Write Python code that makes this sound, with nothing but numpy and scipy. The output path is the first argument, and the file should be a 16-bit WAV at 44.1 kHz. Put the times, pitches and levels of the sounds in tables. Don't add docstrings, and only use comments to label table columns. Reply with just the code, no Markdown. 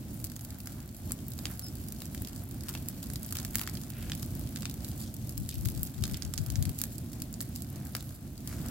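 import sys
import numpy as np
from scipy import signal
from scipy.fft import rfft, irfft, next_fast_len
from scipy.io import wavfile
from scipy.ndimage import uniform_filter1d

SR = 44100
rng = np.random.default_rng(int(sys.argv[2]) if len(sys.argv) > 2 else 0)


def unload_audio(sound):
    columns = np.transpose(np.atleast_2d(sound))
    steps = np.round(np.clip(columns, -1, 1) * 32767)
    wavfile.write(sys.argv[1], SR, steps.astype(np.int16))


N = 383669
TIME = np.arange(N) / SR
LEFT_RIGHT = np.array([[1], [-1]])

# t/s, level over 6 ms/dB, centre f/Hz, width/oct, woody knock/dB, L-R/dB
STALK_BURSTS = [(0.2427, -33.5, 10200, 1.95, -32, -1), (0.248, -36.5, 11900, 1.6, -30, 0.5),
                (0.3638, -40, 14600, 3, -3, -2), (0.449, -41.5, 9700, 2.8, -6, -2),
                (0.6722, -39.5, 7200, 1.9, 3, 1), (1.1084, -43, 1500, 6.6, -23, 0),
                (1.12, -30, 9500, 0.85, -17, 0), (1.283, -39, 14500, 1.2, -22, 0),
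                (1.3892, -40.5, 8300, 4, -23, -1), (1.4551, -32.5, 3870, 2.2, -17, -1),
                (1.5944, -36.5, 11000, 1.7, -12, -1), (1.9228, -37.5, 14500, 2.3, -20, 0),
                (2.0196, -40.0, 6900, 4.4, -6, -2), (2.1478, -37.5, 14600, 2.7, -1, 0),
                (2.2208, -37, 14500, 1.2, -10, -1), (2.273, -41.5, 7500, 4.6, -16, -2),
                (2.6917, -32.5, 14600, 2.6, -2, -3), (2.6973, -42, 5600, 5.2, 0, 7),
                (2.739, -44, 4300, 2.3, -18, 1), (2.751, -38.5, 2270, 3.2, -24, 2),
                (2.886, -31, 14600, 1.6, -34, -3), (3.0286, -40, 8800, 2.4, -29, 1),
                (3.101, -41.5, 8150, 0.86, -7, -7), (3.2309, -38, 14600, 1.9, -30, -3),
                (3.3249, -32.5, 11400, 1.9, -5, -2), (3.355, -38.5, 6200, 4.1, 5, 1),
                (3.3696, -34, 8400, 2.7, -10, 0), (3.387, -37.5, 6100, 0.68, -6, -1),
                (3.4495, -35, 8000, 1.8, 1, -1), (3.547, -40.0, 4900, 3.4, 0, -2),
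                (3.5556, -23.5, 14600, 3.1, -3, -1), (3.5837, -35, 7900, 2.5, -5, 2),
                (3.5948, -34.5, 9800, 3.3, -9, 1), (3.6144, -32.5, 8800, 3.1, -2, 2),
                (3.6323, -45, 10200, 3.7, 5, 0), (3.6751, -34.5, 3460, 3.3, 8, 0),
                (3.742, -44, 14500, 1.6, -11, -3), (4.098, -41.5, 4300, 1.8, 4, 0),
                (4.119, -34, 3650, 1.6, -6, -2), (4.151, -38, 14500, 2.3, -24, -3),
                (4.229, -37.5, 9200, 2.6, -30, 1), (4.5602, -37.5, 5600, 1.7, -2, -2),
                (4.5707, -45, 5200, 2.0, -3, 0), (4.6307, -44.5, 4500, 1.7, 4, -2),
                (4.6553, -34.5, 4300, 1.8, -2, 2), (4.8465, -39, 8000, 2.2, -17, -2),
                (4.887, -42, 14500, 1.9, -14, -3), (5.2938, -37.5, 10600, 1.5, -32, 1),
                (5.378, -34.5, 12500, 1.85, -30, 1), (5.4909, -35.5, 6500, 1.6, -30, 0),
                (5.6512, -41.5, 8500, 2.6, -24, 4), (5.6565, -34.5, 9200, 2.4, -9, 0),
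                (5.6866, -37, 10800, 3.4, -20, 0), (5.8318, -27, 14600, 1.3, -24, 0),
                (6.0385, -31, 5170, 1.7, -10, 1.5), (6.0539, -39.0, 5000, 1.4, -3, -3),
                (6.0784, -42, 9400, 1.8, -5, -3), (6.1127, -43, 9000, 2.4, -10, 0),
                (6.1438, -38, 4300, 1.7, -19, -3.5), (6.2225, -35.5, 5670, 0.86, -9.5, -6),
                (6.338, -33.5, 7200, 1.5, -4.5, -6), (6.3778, -32.5, 6200, 1, -15, -3),
                (6.3853, -41.0, 5900, 1.5, -4, 1), (6.502, -36.0, 9400, 2.4, -13, -2),
                (6.557, -36.5, 5300, 1.2, -9.5, -1), (6.6259, -34.5, 7460, 1.7, -21, -2),
                (6.6537, -36.5, 7200, 1.8, -5.5, -1), (6.6936, -35.5, 14600, 3, -24, -4),
                (6.7885, -33.5, 14600, 2.1, -23, -5), (6.8, -42, 14200, 2.9, -20, -8),
                (6.816, -26.5, 14600, 2.3, -13, -3), (6.838, -29.5, 14600, 2.8, -11, -3),
                (6.982, -40.5, 8400, 1.4, -30, -7), (7.2201, -34.5, 8900, 1.8, -14, -1),
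                (7.3405, -41, 6960, 1, -24, -4), (7.4064, -35.5, 7500, 2.0, -4, 0),
                (7.413, -34, 10300, 1.1, -19, 1), (7.423, -44, 14500, 0.99, -20, -3),
                (7.56, -37.5, 9800, 2.1, -24, 3), (7.6211, -39, 9440, 1.1, -30, -1),
                (7.951, -31.5, 4200, 3.5, 5, 0), (7.966, -37, 12600, 2.0, -30, 0),
                (8.4752, -36.5, 9300, 2.5, -16, 1)]
# t/s, grass base level/dB, brush base level/dB
BURN_LEVELS = [(0.0, -60, -65.5), (0.24, -57, -71), (0.58, -58, -62.5), (1.24, -57, -68.5),
               (1.55, -54, -60.5), (1.74, -56, -66.5), (2.57, -57, -64), (2.71, -55, -64),
               (3.05, -54, -67.5), (3.41, -52, -58), (3.51, -52, -59), (3.71, -54, -61.5), (3.9, -56, -65),
               (4.97, -55, -64), (5.19, -58, -77), (5.77, -54, -66), (6.27, -56, -61.5), (6.69, -55, -65),
               (7.39, -60, -69.5), (7.83, -57.5, -63), (8.43, -60, -71.5), (8.7, -54, -53.5)]
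# centre t/s, length/s, centre f/Hz, level/dB
TUFT_FLARES = [(0.18, 0.079, 13000, -55), (1.51, 0.053, 1700, -60), (1.517, 0.084, 9000, -61),
               (2.684, .06, 10000, -56), (2.7, 0.08, 1600, -59), (3.39, 0.064, 1600, -62),
               (3.603, 0.069, 1350, -52.5), (4.017, .14, 2600, -56), (5.06, 0.067, 6100, -57.5),
               (5.54, .06, 4540, -56), (6.18, 0.081, 2600, -61.5), (7.753, 0.067, 2000, -66),
               (7.994, 0.064, 6500, -56), (8.535, 0.11, 1800, -60), (8.546, 0.088, 8000, -58)]
# t/s, base level/dB
FLAME_LEVELS = [(0.0, -41), (0.9, -40), (1.8, -40), (3.6, -38.5), (4.9, -38), (5.3, -39.5), (6.7, -38.5),
                (7.4, -40.5), (7.95, -38.5), (8.25, -41.5), (8.7, -38.5)]
# centre t/s, length/s, level/dB
WIND_GUSTS = [(5.414, 0.056, -31), (5.592, 0.065, -31.5), (5.667, 0.04, -24.5), (5.794, 0.095, -33),
              (6.02, 0.061, -28), (6.124, 0.044, -29.5), (6.273, 0.044, -31.5), (6.41, 0.035, -24.5),
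              (6.533, 0.095, -30.5), (6.604, 0.042, -21.5), (6.685, 0.03, -24)]
# f/Hz, relative level/dB
GRASS_SPECTRUM = [(1500, -22), (3000, -10), (4700, -3), (5900, -3.5), (7400, 2.5), (9300, -5),
                  (10700, -2.5), (12000, 4), (13300, 1), (15500, 0)]
BRUSH_SPECTRUM = [(350, -16), (700, 8.5), (1000, -0.5), (1550, 3.5), (2400, -5.5), (3600, -8.5),
                  (6000, -17), (12000, -14.5)]
RUMBLE_SPECTRUM = [(18, -40), (26, -20), (36, -15), (50, -3.5), (70, -0.5), (130, 0), (175, -5.5),
                   (230, -3.5), (320, -12), (450, -25.5), (660, -25), (900, -34.5), (1500, -40.5),
                   (3000, -40)]
EDDY_SPECTRUM = [(18, -53), (40, -12), (70, 1), (130, 1), (230, -16.5), (400, -34), (900, -54), (2000, -76)]
# f/Hz, gain/dB
PORT_RESPONSE = [(700, 7), (1500, -0.6), (2400, 1.6), (3500, 2.4), (4800, 2.6), (6000, -1.2), (7400, 1.9),
                 (9500, -2.5), (12000, 3), (15500, 1)]
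# f/Hz, side re mid/dB
RUMBLE_WIDTH = [(25, -7.5), (40, -14), (80, -17), (200, -18), (330, -16.5), (480, -2), (680, -17.5),
                (1200, -1)]
# f/Hz, left gain/dB (negated on the right)
RUMBLE_BALANCE = [(28, 0.3), (70, -0.86), (140, -0.22), (230, -1.7), (380, -1.5), (500, 0.43), (700, 2.5),
                  (1200, 1.1)]


def snaps(crack_share=0.57, at_db=-36, share_per_db=0.03):
    t_s, db, hz, octaves, knock_db, pan_db = np.transpose(STALK_BURSTS)
    crack = crack_share + share_per_db * (db - at_db)
    return bursts(t_s, db - 0.2, hz, octaves, knock_db, crack, pan_db)


def splits(max_delay_s=0.024, drop_db=15.5, base_cap_db=-47, spread_db=10):
    t_s, db, hz, octaves, knock_db, pan_db = np.transpose(STALK_BURSTS)
    wait, strength, crack = rng.random((len(t_s), 3)).T
    db = np.minimum(db - drop_db, base_cap_db) + spread_db * (strength - 0.5)
    return bursts(t_s + max_delay_s * np.sqrt(wait), db, hz, octaves, knock_db, crack / 2, pan_db)


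def ticks(grass_db, over_grass_db=1, spread_db=14.5, rarity=2.7, count=520):
    jitter, strength, pitch, width, knock, crack, side = rng.random((count, 7)).T
    odds = np.cumsum(undb(0.8 * grass_db))
    t_s = np.interp((np.arange(count) + jitter) / count, odds / odds[-1], TIME)
    db = np.interp(t_s, TIME, grass_db) + over_grass_db + spread_db * strength ** rarity
    return bursts(t_s, db, hz=15500 * 2 ** (-1.4 * pitch ** 2), octaves=1 + 2 * width,
                  knock_db=-30 + 20 * knock, crack=0.073 + 0.5 * crack, pan_db=6 * (side - 0.5) - 1.4)


def bursts(t_s, db, hz, octaves, knock_db, crack, pan_db, size=1024):
    lead = size // 16
    t = np.arange(size) / SR
    f = np.fft.rfftfreq(size, 1 / SR) + 1
    db, hz, octaves, knock_db, crack, pan_db = (
        column[:, None, None] for column in (db, hz, octaves, knock_db, np.clip(crack, 0, 1), pan_db))
    direction, height = rng.standard_normal((len(t_s), 2)).T[:, :, None, None]
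    band = np.sqrt(hump(f, hz, octaves) + undb(2 * knock_db) * hump(f, 1640, 0.72))
    bounce_s = 0.00035 * 2 ** (0.5 * height)
    resonance = 1 / (1 + 0.22 * np.exp(-2j * np.pi * f * bounce_s))
    chirp = np.exp(-2j * np.pi * 0.0005 * 6000 * (1 - np.exp(-f / 6000)))
    apart = np.minimum(f / 4500, 1)
    arrival = np.exp(-2j * np.pi * f * lead / SR + 0.85j * np.sign(direction) * apart * LEFT_RIGHT)
    fade = np.exp(-t / 0.0013) + undb(-8) * np.exp(-t / 0.0048)
    noise = rfft(rng.standard_normal((len(t_s), 2, size)) * fade) / np.sqrt(np.sum(fade ** 2))
    splinters = (noise[:, :1] + apart * noise[:, 1:] * LEFT_RIGHT) / np.sqrt(1 + apart ** 2)
    excitation = np.sqrt(crack) + np.sqrt(1 - crack) * splinters
    waves = irfft(band * resonance * chirp * arrival * excitation, size) * undb(pan_db * LEFT_RIGHT / 2)
    energy = np.sum(waves ** 2, axis=2, keepdims=True).mean(axis=1, keepdims=True)
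    waves *= undb(db) * np.sqrt(0.006 * SR / energy)
    out = np.zeros((2, N + 2 * size))
    for start, wave in zip(np.clip(t_s * SR, 0, N).astype(int), waves):
        out[:, start:start + size] += wave
    return colour(out[:, lead:lead + N], PORT_RESPONSE)


def wood_scatter(x, body_t60_s, treble_t60_s, wet_db):
    t = np.arange(SR // 2) / SR
    attack = np.minimum(t / 0.00043, 1)
    grains = rng.standard_normal((2, len(t))) * undb(rng.standard_normal(len(t))) * attack
    body = colour(grains * undb(-60 * t / body_t60_s),
                  [(900, -6), (1800, -1), (3000, -0.5), (5000, -6), (9000, -33), (15000, -30)])
    treble = colour(grains * undb(-60 * t / treble_t60_s), [(2500, -4), (7000, 12), (15000, 12.5)])
    mid, side = body + treble
    echo = mid + colour(side, [(500, 4.2), (3000, 3)]) * LEFT_RIGHT
    echo /= np.sqrt(np.sum(echo ** 2) / 2)
    return undb(wet_db) * signal.oaconvolve(x, echo, axes=1)[:, :N]


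def crackle(spectrum, pops_per_s, spread_db, width, flicker_db, patches=4, ring_s=0.00052):
    t = np.arange(SR // 200) / SR
    out = 0
    for _ in range(patches):
        hits = np.flatnonzero(rng.random(N) < pops_per_s / patches / SR)
        strength = np.minimum(rng.standard_exponential(N)[hits], 3.5)
        db = spread_db * strength + flicker_db * walk(22)[hits]
        pops = np.zeros(N)
        pops[hits] = undb(db) * (-1) ** np.arange(len(hits))
        mid, side = rng.standard_normal((2, len(t))) * np.exp(-t / ring_s)
        ring = unit_rms(mid + width * side * LEFT_RIGHT)
        out = out + signal.oaconvolve(pops[None], ring, axes=1)[:, :N]
    return unit_rms(colour(out, spectrum))


def flares(sputter_db=4):
    out, sputter = np.zeros((2, N)), walk(300)
    for t_s, length_s, hz, db in TUFT_FLARES:
        burning = np.abs(TIME - t_s) < 2 * length_s
        band = [(hz / 2, -16), (hz * 0.51, -2), (hz, 0), (hz * 1.3, -4), (hz * 2, -13), (hz * 4, -30)]
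        mid, side = colour(rng.standard_normal((2, N))[:, burning], band)
        rush = unit_rms(mid + 0.5 * side * LEFT_RIGHT)
        swell = np.exp(-2 * ((TIME[burning] - t_s) / length_s) ** 2)
        out[:, burning] += rush * undb(db + sputter_db * sputter[burning]) * swell
    return out


def steam_whistle(start_s=1.622, start_hz=5400, sag_hz=210, sag_s=0.026, fundamental_db=-45.5):
    corners_s = np.cumsum([0, 0.016, 0.035, 0.035])
    age_s = np.clip(TIME - start_s, 0, corners_s[-1])
    envelope = np.interp(age_s, corners_s, [0, 1, 1, 0])
    hz = start_hz - sag_hz * (1 - np.exp(-age_s / sag_s))
    waver = 1 + 0.0052 * walk(250)
    phase = 2 * np.pi * np.cumsum(hz * waver) / SR + LEFT_RIGHT
    octave = undb(10) * np.exp(-age_s / 0.018) * np.sin(2 * phase)
    return undb(fundamental_db) * envelope * (np.sin(phase) + octave)


def flames(flicker_db=1.43):
    rumble_db, = curves(FLAME_LEVELS)
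    mid, side = colour(rng.standard_normal((2, N)), RUMBLE_SPECTRUM)
    left, right = mid + colour(side, RUMBLE_WIDTH) * LEFT_RIGHT
    left = colour(left, RUMBLE_BALANCE)
    right = colour(right, [(hz, -db) for hz, db in RUMBLE_BALANCE])
    return unit_rms(np.array([left, right])) * undb(rumble_db + flicker_db * walk(14) - 0.72)


def wind(right_db=-17):
    power = sum(undb(2 * db) * np.exp(-(2 * (TIME - t_s) / length_s) ** 2)
                for t_s, length_s, db in WIND_GUSTS)
    churn = colour(rng.standard_normal((2, N)), EDDY_SPECTRUM)
    churn /= np.sqrt(uniform_filter1d(churn ** 2, size=SR // 20, axis=1))
    return churn * np.sqrt(power + 1e-18) * undb([[0], [right_db]])


def undb(db):
    return 10 ** (np.asarray(db) / 20)


def unit_rms(x):
    return x / np.sqrt(np.mean(x ** 2) + 1e-20)


def curves(rows):
    t_s, *columns = np.transpose(rows)
    return [np.interp(TIME, t_s, column) for column in columns]


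def colour(x, points):
    size = next_fast_len(x.shape[-1], True)
    hz, db = np.transpose(points)
    f = np.fft.rfftfreq(size, 1 / SR) + 1
    gain = undb(np.interp(np.log(f), np.log(hz), db))
    return irfft(rfft(x, size) * gain, size)[..., :x.shape[-1]]


def hump(f, hz, octaves):
    return 1 / (1 + (2 * np.log2(f / hz) / octaves) ** 4)


def walk(rate_hz):
    hold = int(SR / rate_hz)
    steps = np.repeat(rng.standard_normal(N // hold + 1), hold)
    return unit_rms(uniform_filter1d(uniform_filter1d(steps, hold), hold)[:N])


def scene():
    grass_db, brush_db = curves(BURN_LEVELS)
    stalks = snaps() + splits() + ticks(grass_db)
    grass = crackle(GRASS_SPECTRUM, pops_per_s=3000, spread_db=3.5, width=1.22, flicker_db=6)
    grass *= undb(grass_db + 1.8 - 0.5 * LEFT_RIGHT)
    brush = crackle(BRUSH_SPECTRUM, pops_per_s=2000, spread_db=4.5, width=0.52, flicker_db=3.5)
    brush *= undb(brush_db + 2.5)
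    scatter = wood_scatter(stalks, body_t60_s=0.29, treble_t60_s=0.039, wet_db=-8.5)
    return stalks + scatter + grass + brush + flares() + steam_whistle() + flames() + wind()


def record(dry):
    return signal.sosfiltfilt(signal.ellip(8, 0.1, 50, 15900, fs=SR, output="sos"), dry)


dry = scene()
out = record(dry)
unload_audio(out)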